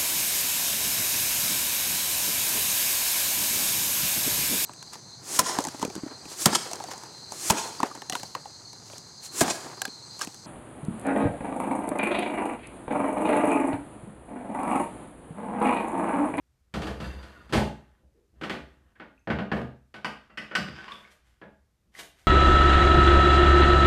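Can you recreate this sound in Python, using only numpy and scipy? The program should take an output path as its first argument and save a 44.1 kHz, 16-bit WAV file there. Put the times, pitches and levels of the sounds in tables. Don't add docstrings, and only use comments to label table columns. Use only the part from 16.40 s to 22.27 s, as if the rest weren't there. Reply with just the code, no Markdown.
import sys
import numpy as np
from scipy import signal
from scipy.fft import rfft, irfft, next_fast_len
from scipy.io import wavfile
from scipy.ndimage import uniform_filter1d

SR = 44100
rng = np.random.default_rng(int(sys.argv[2]) if len(sys.argv) > 2 else 0)


def bounce(signal):
    frames = np.transpose(np.atleast_2d(signal))
    limited = np.clip(frames, -1, 1)
    pcm = np.round(limited * 32767).astype(np.int16)
    wavfile.write(sys.argv[1], SR, pcm)


N = 258867
TIME = np.arange(N) / SR

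# freq_hz, gain_db
AIR_COLOUR = [(15, -34), (30, -21), (45, -8.5), (60, -0.5), (72, -4), (90, -16), (135, -15), (200, -30),
              (700, -44), (14000, -67)]
HISS_COLOUR = [(30, -3.5), (120, 3), (250, -5), (700, -14.5), (1700, -16), (3000, -20.5), (6000, -20.5),
               (14000, -26.5)]
WALL_COLOUR = [(30, -15), (60, -5), (100, -17), (170, -12.5), (300, -5), (600, 2.5), (1200, -5), (3300, -5),
               (7000, -2.5), (14000, 2)]
# pitch_hz, gain_db
TUB_MODES = [(66, 6), (78, -1.5), (128, 3.5), (151, 4.5), (192, 2), (211, 3.5), (242, -2.5), (296, 4),
             (343, -4), (375, -6.5), (475, 1), (506, -2), (577, 4.5), (625, 5), (688, 2.5), (760, 0.5),
             (855, 7), (892, 0.5), (967, -2.5), (1096, 0.5), (1510, -4), (1730, -7.5), (2325, -7)]
WIRE_MODES = [(1180, -7.5), (1470, 1), (1580, -7), (1895, -7.5), (2412, -6), (2780, -8), (3095, -5.5),
              (3397, -7.5), (4640, 0.5), (4860, -4.5), (5090, -3.5), (7257, 3), (8974, 8.5)]
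CUTLERY_MODES = [(1362, -1), (1733, 3), (1890, -15), (2697, 0), (3300, -6), (3650, -4.5), (4250, -1),
                 (4730, -1), (6218, -10.5), (7500, -20.5), (10070, -17.5)]
TINE_MODES = [(4640, 0), (4770, 0.5), (4880, 0.5), (5020, -1), (5150, -2), (5290, -7)]
# start_s, peak_s, end_s, level_db
RUBS = [(1.755, 1.77, 1.788, -59.5)]
BRUSHES = [(3.125, 3.15, 3.21, -53.5), (4.48, 4.52, 4.69, -57), (4.7, 4.715, 4.75, -54),
           (4.83, 4.87, 4.97, -67.5), (5.55, 5.6, 5.63, -38), (5.72, 5.8, 5.92, -60.5)]
DRAGS = [(3.78, 3.82, 3.95, -60), (4.02, 4.4, 4.675, -44), (4.64, 4.68, 5.195, -69.5)]
ROLLS = [(.35, .44, 0.64, -47), (.61, .63, 0.82, -44), (.83, .88, 1.17, -53), (1.13, 1.15, 1.22, -50),
         (1.3, 1.34, 1.61, -65.5), (1.96, 2.2, 2.52, -63.5)]
BUZZES = [(4.155, 4.165, 4.5, -47.5)]
# freq_hz, gain_db
RUB_COLOUR = [(100, -20), (300, -4), (450, -2.5), (650, -26.5), (2000, -31), (8000, -53)]
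BRUSH_COLOUR = [(88, -33), (150, -7), (402, -4), (477, -7), (1210, -2), (2020, 2), (2590, -3), (3190, -0.5),
                (3930, -5.5), (9580, -12.5), (14000, -20.5)]
DRAG_COLOUR = [(88, -34), (150, -12.5), (219, -4), (260, -6), (297, -12.5), (333, -6), (515, -16),
               (964, -9), (1120, -6.5), (1640, 1), (1910, -6.5), (3500, -11), (4160, -21), (4750, -18),
               (14000, -52.5)]
ROLL_COLOUR = [(150, -42.5), (250, -11.5), (773, -12.5), (1010, -6), (1730, -3.5), (2430, -16), (2640, -12),
               (3580, -17), (3960, -21.5), (4760, -26.5), (5270, -28), (9830, -31.5), (14000, -39)]
RUMBLE_COLOUR = [(30, -25.5), (50, -11), (68, 1.5), (95, -9.5), (150, -10), (220, -10.5), (400, -17.5),
                 (900, -32), (3000, -94.5)]
# peak_s, level_db
THUMPS = [(1.17, -30.5), (1.63, -60), (1.97, -50), (2.171, -52), (4.28, -57), (5.47, -68), (5.62, -64)]
# start_s, pitch_hz, level_db
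TINKS = [(2.778, 2550, -57), (2.793, 6320, -68.5), (4.52, 3530, -32.5), (4.555, 3420, -41),
         (4.65, 2190, -44.5), (5.551, 1980, -39)]
# start_s, length_s, start_hz, end_hz, level_db
SQUEAKS = [(0.942, 0.055, 1450, 1450, -49.5), (0.998, 0.03, 1330, 1180, -55),
           (2.546, 0.037, 1500, 1820, -58.5), (4.365, .055, 1475, 1528, -40.5),
           (4.447, .032, 1450, 1500, -48), (4.479, 0.009, 1005, 1150, -33.5),
           (4.506, 0.029, 1087, 1200, -38)]
# low_hz, high_hz
BLOW_BANDS = [(1100, 3600), (45, 100), (100, 450), (450, 1100), (5500, 14000)]
# freq_hz, gain_db
BLOW_COLOUR = [(25, -30), (48, -16.5), (64, -3.5), (80, 2), (97, -4.5), (125, 0), (400, -0.5), (1900, -1),
               (3200, 1.5), (3900, -2), (6000, -1.5), (9000, 0.5), (14000, -13)]
PLACES = {"runner": (-2.5, -2, -6.5, -21, 0.16), "back stop": (-4.5, -0.5, -5, -19, 0.19),
          "catch": (-26, -7, -14.5, -30.5, 0.11), "front stop": (-13, -2, -8, -42.5, .09),
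          "side": (-29.5, -3, -9.5, -47, .13), "clip": (-31, -13, -17, -27.5, 0.06),
          "tine": (-30, -11, -18, -29, 0.09), "base": (-6.5, 10, -10, -29.5, -0.09)}
# centre_hz, width_hz, lift_db
PLASTIC_RESONANCES = [(584, 75, 5), (1177, 94, 7.5), (1500, 170, 4.5), (2136, 108, -7.5), (2950, 500, 4.5),
                      (3970, 430, -5), (4900, 1600, 10.5), (6540, 700, -0.5), (6950, 580, 0.5)]
RACK_RESONANCES = [(1620, 100, -1), (2050, 220, -4), (2400, 1500, -2.5), (3350, 210, 3.5), (4530, 1300, 5)]
# start_s, place, clack_db, weight_db, first_rebound_s, hollow_hz, note_hz
SNAPS = [(3.6455, "clip", -21, 4, 0.015, 870, 1300), (3.898, "side", -46.5, -1, .003, 224, 1380),
         (3.973, "tine", -25, -3, 0.0051, 200, 1990), (4.0137, "tine", -35.5, 0.5, 0.0089, 300, 1950),
         (4.111, "side", -30, -4.5, 0.011, 604, 1390), (4.1514, "clip", -13.5, -4, .006, 730, 1505),
         (4.48, "tine", -37, -2.5, 0.0074, 1080, 1110), (4.518, "clip", -37.5, 2, .035, 1010, 1224)]
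KNOCKS = [(.3395, "runner", -25.5, 0.5, 0.017, 180, 1360), (.4183, "runner", -27.5, -1.5, .012, 310, 1240),
          (.4687, "runner", -28.5, 1, .013, 443, 1730), (.602, "runner", -32, 1.5, 0.019, 176, 1340),
          (.829, "runner", -39, -6, .008, 209, 1410), (1.0945, "back stop", -42.5, 0.5, .004, 253, 1340),
          (1.1248, "back stop", -21, -1.5, .008, 418, 1650),
          (1.133, "back stop", -16.5, 0.5, 0.023, 254, 2120),
          (1.1677, "back stop", -23, 2, 0.015, 345, 860), (2.0123, "catch", -29, 5, 0.0095, 302, 1510),
          (2.0349, "catch", -23.5, 0, 0.011, 445, 1330), (2.0962, "catch", -19, -1, 0.031, 372, 1980),
          (2.555, "side", -49.5, -7.5, .004, 238, 1430), (2.5981, "side", -31, -5, .006, 298, 1430),
          (2.8726, "front stop", -27.5, 5.5, .013, 688, 1740),
          (2.9015, "front stop", -18, -2.5, .012, 138, 1510),
          (2.9863, "front stop", -23.5, 0, .014, 189, 2950),
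          (3.1162, "front stop", -18.5, 0.5, .05, 204, 1690), (3.2164, "base", -40, 3, .02, 130, 1420),
          (3.5407, "catch", -32, 0, 0.021, 752, 1490), (4.185, "base", -37, -1, .03, 186, 1500),
          (4.2861, "base", -36, -6.5, .012, 128, 1150), (5.0145, "side", -37.5, 1.5, .012, 650, 1700)]


def from_db(db):
    return 10 ** (np.asarray(db) / 20)


def rms_one(x):
    return x / np.sqrt(np.mean(x ** 2) + 1e-20)


def at_hz(points, hz):
    freq_hz, db = np.transpose(sorted(points))
    return np.interp(np.log(hz + 1e-9), np.log(freq_hz), db)


def add(track, start_s, sound):
    i = int(start_s * SR)
    track[i:i + len(sound)] += sound[:N - i]


def through(x, response):
    return signal.fftconvolve(x, response)[:N]


def coloured(x, colour):
    n = next_fast_len(N)
    gain = from_db(at_hz(colour, np.fft.rfftfreq(n, 1 / SR)))
    return rms_one(irfft(rfft(x, n) * gain, n)[:N])


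def swells(strokes, ease_db, fade_in_s=0.032, fade_out_s=0.06):
    shape_db = np.array([-40, -ease_db, 0, -ease_db, -40])
    out = np.zeros(N)
    for start, peak, end, db in strokes:
        times = np.sort([start - fade_in_s, start, peak, end, end + fade_out_s])
        out += from_db(db + np.interp(TIME, times, shape_db, left=-np.inf, right=-np.inf))
    return out


def slips(per_s, spread_db):
    touches = (rng.random(N) < per_s / SR) * rng.choice([-1, 1], N)
    sizes = from_db(spread_db * np.minimum(rng.exponential(1, N), 3))
    return rms_one(touches * sizes)


def friction(gain, colour, per_s, spread_db, smooth_db):
    return gain * coloured(slips(per_s, spread_db) + from_db(smooth_db) * rng.standard_normal(N), colour)


def dying_noise(t60_s, gain, smooth_bins, rise_s=1e-5):
    n = 2 * (len(gain) - 1)
    t = TIME[:n]
    envelope = (1 - np.exp(-t / rise_s)) * from_db(-60 * t / max(t60_s, 0.005))
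    spectrum = rfft(rng.standard_normal(n) * envelope)
    own_gain = np.sqrt(uniform_filter1d(np.abs(spectrum) ** 2, smooth_bins))
    cepstrum = irfft(np.log(gain / own_gain + 1e-12))
    cepstrum[1:n // 2] *= 2
    cepstrum[n // 2 + 1:] = 0
    return irfft(spectrum * np.exp(rfft(cepstrum)))


def ringing(drive, modes, width_hz, t60_s, damping):
    t = TIME[:SR]
    response = np.zeros(SR)
    for k, (hz, db) in enumerate(modes):
        mode_t60_s = t60_s * (hz / modes[0][0]) ** -damping
        mode = np.sin(2 * np.pi * hz * t) * np.exp(-np.log(1000) * t / mode_t60_s)
        response += (-1) ** k * from_db(db) * mode / np.linalg.norm(mode)
    return through(drive, response * np.sqrt(2 * width_hz / SR))


def room_tone(hum_hz=57.3):
    air = from_db(-69) * coloured(rng.standard_normal(N), AIR_COLOUR)
    hiss = from_db(-76) * coloured(rng.standard_normal(N), HISS_COLOUR)
    hum = from_db(-72.5) * np.sin(2 * np.pi * hum_hz * TIME)
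    return air + hiss + hum


def kitchen(x, direct_db, tail_db, damping_hz, low_t60_s=0.38, treble_t60_s=0.24, delay_s=0.003):
    hz = np.fft.rfftfreq(65536, 1 / SR)
    walls = from_db(at_hz(WALL_COLOUR, hz))
    treble_share = hz ** 2 / (hz ** 2 + damping_hz ** 2)
    low_tail = dying_noise(low_t60_s, walls * np.sqrt(1 - treble_share), smooth_bins=45)
    treble_tail = dying_noise(treble_t60_s, walls * np.sqrt(treble_share), smooth_bins=45)
    reflections = np.r_[np.zeros(int(delay_s * SR)), low_tail + treble_tail]
    return from_db(direct_db) * x + from_db(tail_db) * through(x, reflections)


def dull_rub():
    return friction(swells(RUBS, ease_db=4.5), RUB_COLOUR, per_s=400, spread_db=7.5, smooth_db=0)


def wire_brushing():
    return friction(swells(BRUSHES, ease_db=16), BRUSH_COLOUR, per_s=2000, spread_db=13, smooth_db=1.5)


def runner_drag():
    return friction(swells(DRAGS, ease_db=15), DRAG_COLOUR, per_s=89, spread_db=3.5, smooth_db=0)


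def tub_rumble(rolling, rise_s=0.033, fall_s=0.051):
    thumps = [(peak_s - rise_s, peak_s, peak_s + fall_s, db) for peak_s, db in THUMPS]
    shake = from_db(1) * rolling + swells(thumps, ease_db=12)
    return friction(shake, RUMBLE_COLOUR, per_s=71, spread_db=0, smooth_db=-9.5)


def rollers(rolling):
    return friction(rolling, ROLL_COLOUR, per_s=820, spread_db=7.5, smooth_db=0.5)


def cutlery(rolling, still_below_db=-66, detune=0.01):
    shake = from_db(-5.5) * np.maximum(rolling - from_db(still_below_db), 0)
    out = np.zeros(N)
    for offset in (-detune, 0, detune):
        modes = [(hz * (1 + offset * rng.uniform(0.34, 0.82)), db) for hz, db in CUTLERY_MODES]
        taps = shake * slips(per_s=90, spread_db=4)
        out += ringing(taps, modes, width_hz=1700, t60_s=0.28, damping=0.12)
    return out


def tine_buzz():
    taps = swells(BUZZES, ease_db=20) * slips(per_s=520, spread_db=0.5)
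    return ringing(taps, TINE_MODES, width_hz=3500, t60_s=0.054, damping=0.1)


def tinks(rise_s=0.0013):
    out, t = np.zeros(N), TIME[:SR // 10]
    envelope = t / rise_s * np.exp(1 - t / rise_s)
    for start_s, hz, db in TINKS:
        add(out, start_s, from_db(db) * envelope * np.sin(2 * np.pi * hz * t))
    return out


def rail_squeaks(waver=0.041):
    out = np.zeros(N)
    for start_s, length_s, start_hz, end_hz, db in SQUEAKS:
        n = int(length_s * SR)
        unsteady = rms_one(uniform_filter1d(rng.standard_normal(SR), size=60))[:n]
        hz = np.linspace(start_hz, end_hz, n) * (1 + waver * unsteady)
        add(out, start_s, from_db(db) * np.hanning(n) * np.sin(2 * np.pi * np.cumsum(hz) / SR))
    return out


def rebounds(rows, clack_loss_db, weight_loss_db, gap_ratio=0.8):
    for start_s, place, clack_db, weight_db, gap_s, hollow_hz, note_hz in rows:
        boom, body, knock, tick, t60_s = PLACES[place]
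        for k in range(3):
            high_db = clack_db - k * clack_loss_db
            low_db = clack_db + weight_db - k * weight_loss_db
            bands_db = np.array([high_db, low_db + boom, low_db + body, low_db + knock, high_db + tick])
            yield start_s, bands_db, t60_s, hollow_hz, note_hz
            start_s += gap_s * gap_ratio ** k


def blows(hits, resonances, gain_db, crack_db, crack_t60_s, hollow_db, note_db, uneven_db):
    out, hz = np.zeros(N), np.fft.rfftfreq(8192, 1 / SR)
    low_hz, high_hz = np.transpose(BLOW_BANDS)
    for start_s, bands_db, chatter_t60_s, hollow_hz, note_hz in hits:
        peaks = list(resonances) + [(hollow_hz, 55, hollow_db), (note_hz, 150, note_db)]
        lift_db = sum(db / (1 + (2 * (hz - centre) / width) ** 2) for centre, width, db in peaks)
        ripple = rms_one(uniform_filter1d(rng.standard_normal(len(hz)), size=25))
        ripple_db = uneven_db * ripple * hz / (hz + 400)
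        density_db = bands_db - 10 * np.log10(high_hz - low_hz)
        colour_db = at_hz(zip(np.sqrt(low_hz * high_hz), density_db), hz) + at_hz(BLOW_COLOUR, hz)
        chatter_gain = from_db(gain_db + colour_db + lift_db + ripple_db) * SR
        crack_gain = chatter_gain * from_db(crack_db) * hz / (hz + 1500)
        add(out, start_s, dying_noise(chatter_t60_s, chatter_gain, smooth_bins=13, rise_s=0.001))
        add(out, start_s, dying_noise(crack_t60_s, crack_gain, smooth_bins=41))
    return out


def plastic_snaps():
    hits = rebounds(SNAPS, clack_loss_db=14.5, weight_loss_db=6)
    return blows(hits, PLASTIC_RESONANCES, gain_db=-26.5, crack_db=-14, crack_t60_s=0.019,
                 hollow_db=7, note_db=8, uneven_db=4)


def rack_knocks():
    hits = rebounds(KNOCKS, clack_loss_db=10.5, weight_loss_db=7)
    return blows(hits, RACK_RESONANCES, gain_db=-24.5, crack_db=-9.5, crack_t60_s=0.0075,
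                 hollow_db=7.5, note_db=7.5, uneven_db=1.1)


def scene():
    rolling = swells(ROLLS, ease_db=10.5)
    knocks = rack_knocks()
    snaps = plastic_snaps()
    roll = rollers(rolling)
    drag = runner_drag()
    frame = knocks + snaps + roll + drag + wire_brushing() + tub_rumble(rolling) + dull_rub()
    tub = ringing(frame, TUB_MODES, width_hz=14.8, t60_s=0.43, damping=0.092)
    wire_drive = snaps + from_db(-6) * drag + from_db(-9) * knocks
    wires = ringing(wire_drive, WIRE_MODES, width_hz=18, t60_s=0.24, damping=0.06)
    racks = kitchen(frame + tine_buzz() + cutlery(rolling), direct_db=-4, tail_db=-1.16, damping_hz=5140)
    rail = kitchen(rail_squeaks() + tinks(), direct_db=0, tail_db=1.5, damping_hz=5000)
    return (room_tone() + tub + wires + rail + racks)[None]


def record(dry, cutoff_hz=14000):
    return signal.sosfilt(signal.ellip(12, 0.1, 80, cutoff_hz, fs=SR, output="sos"), dry)


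dry = scene()
out = record(dry)
bounce(out)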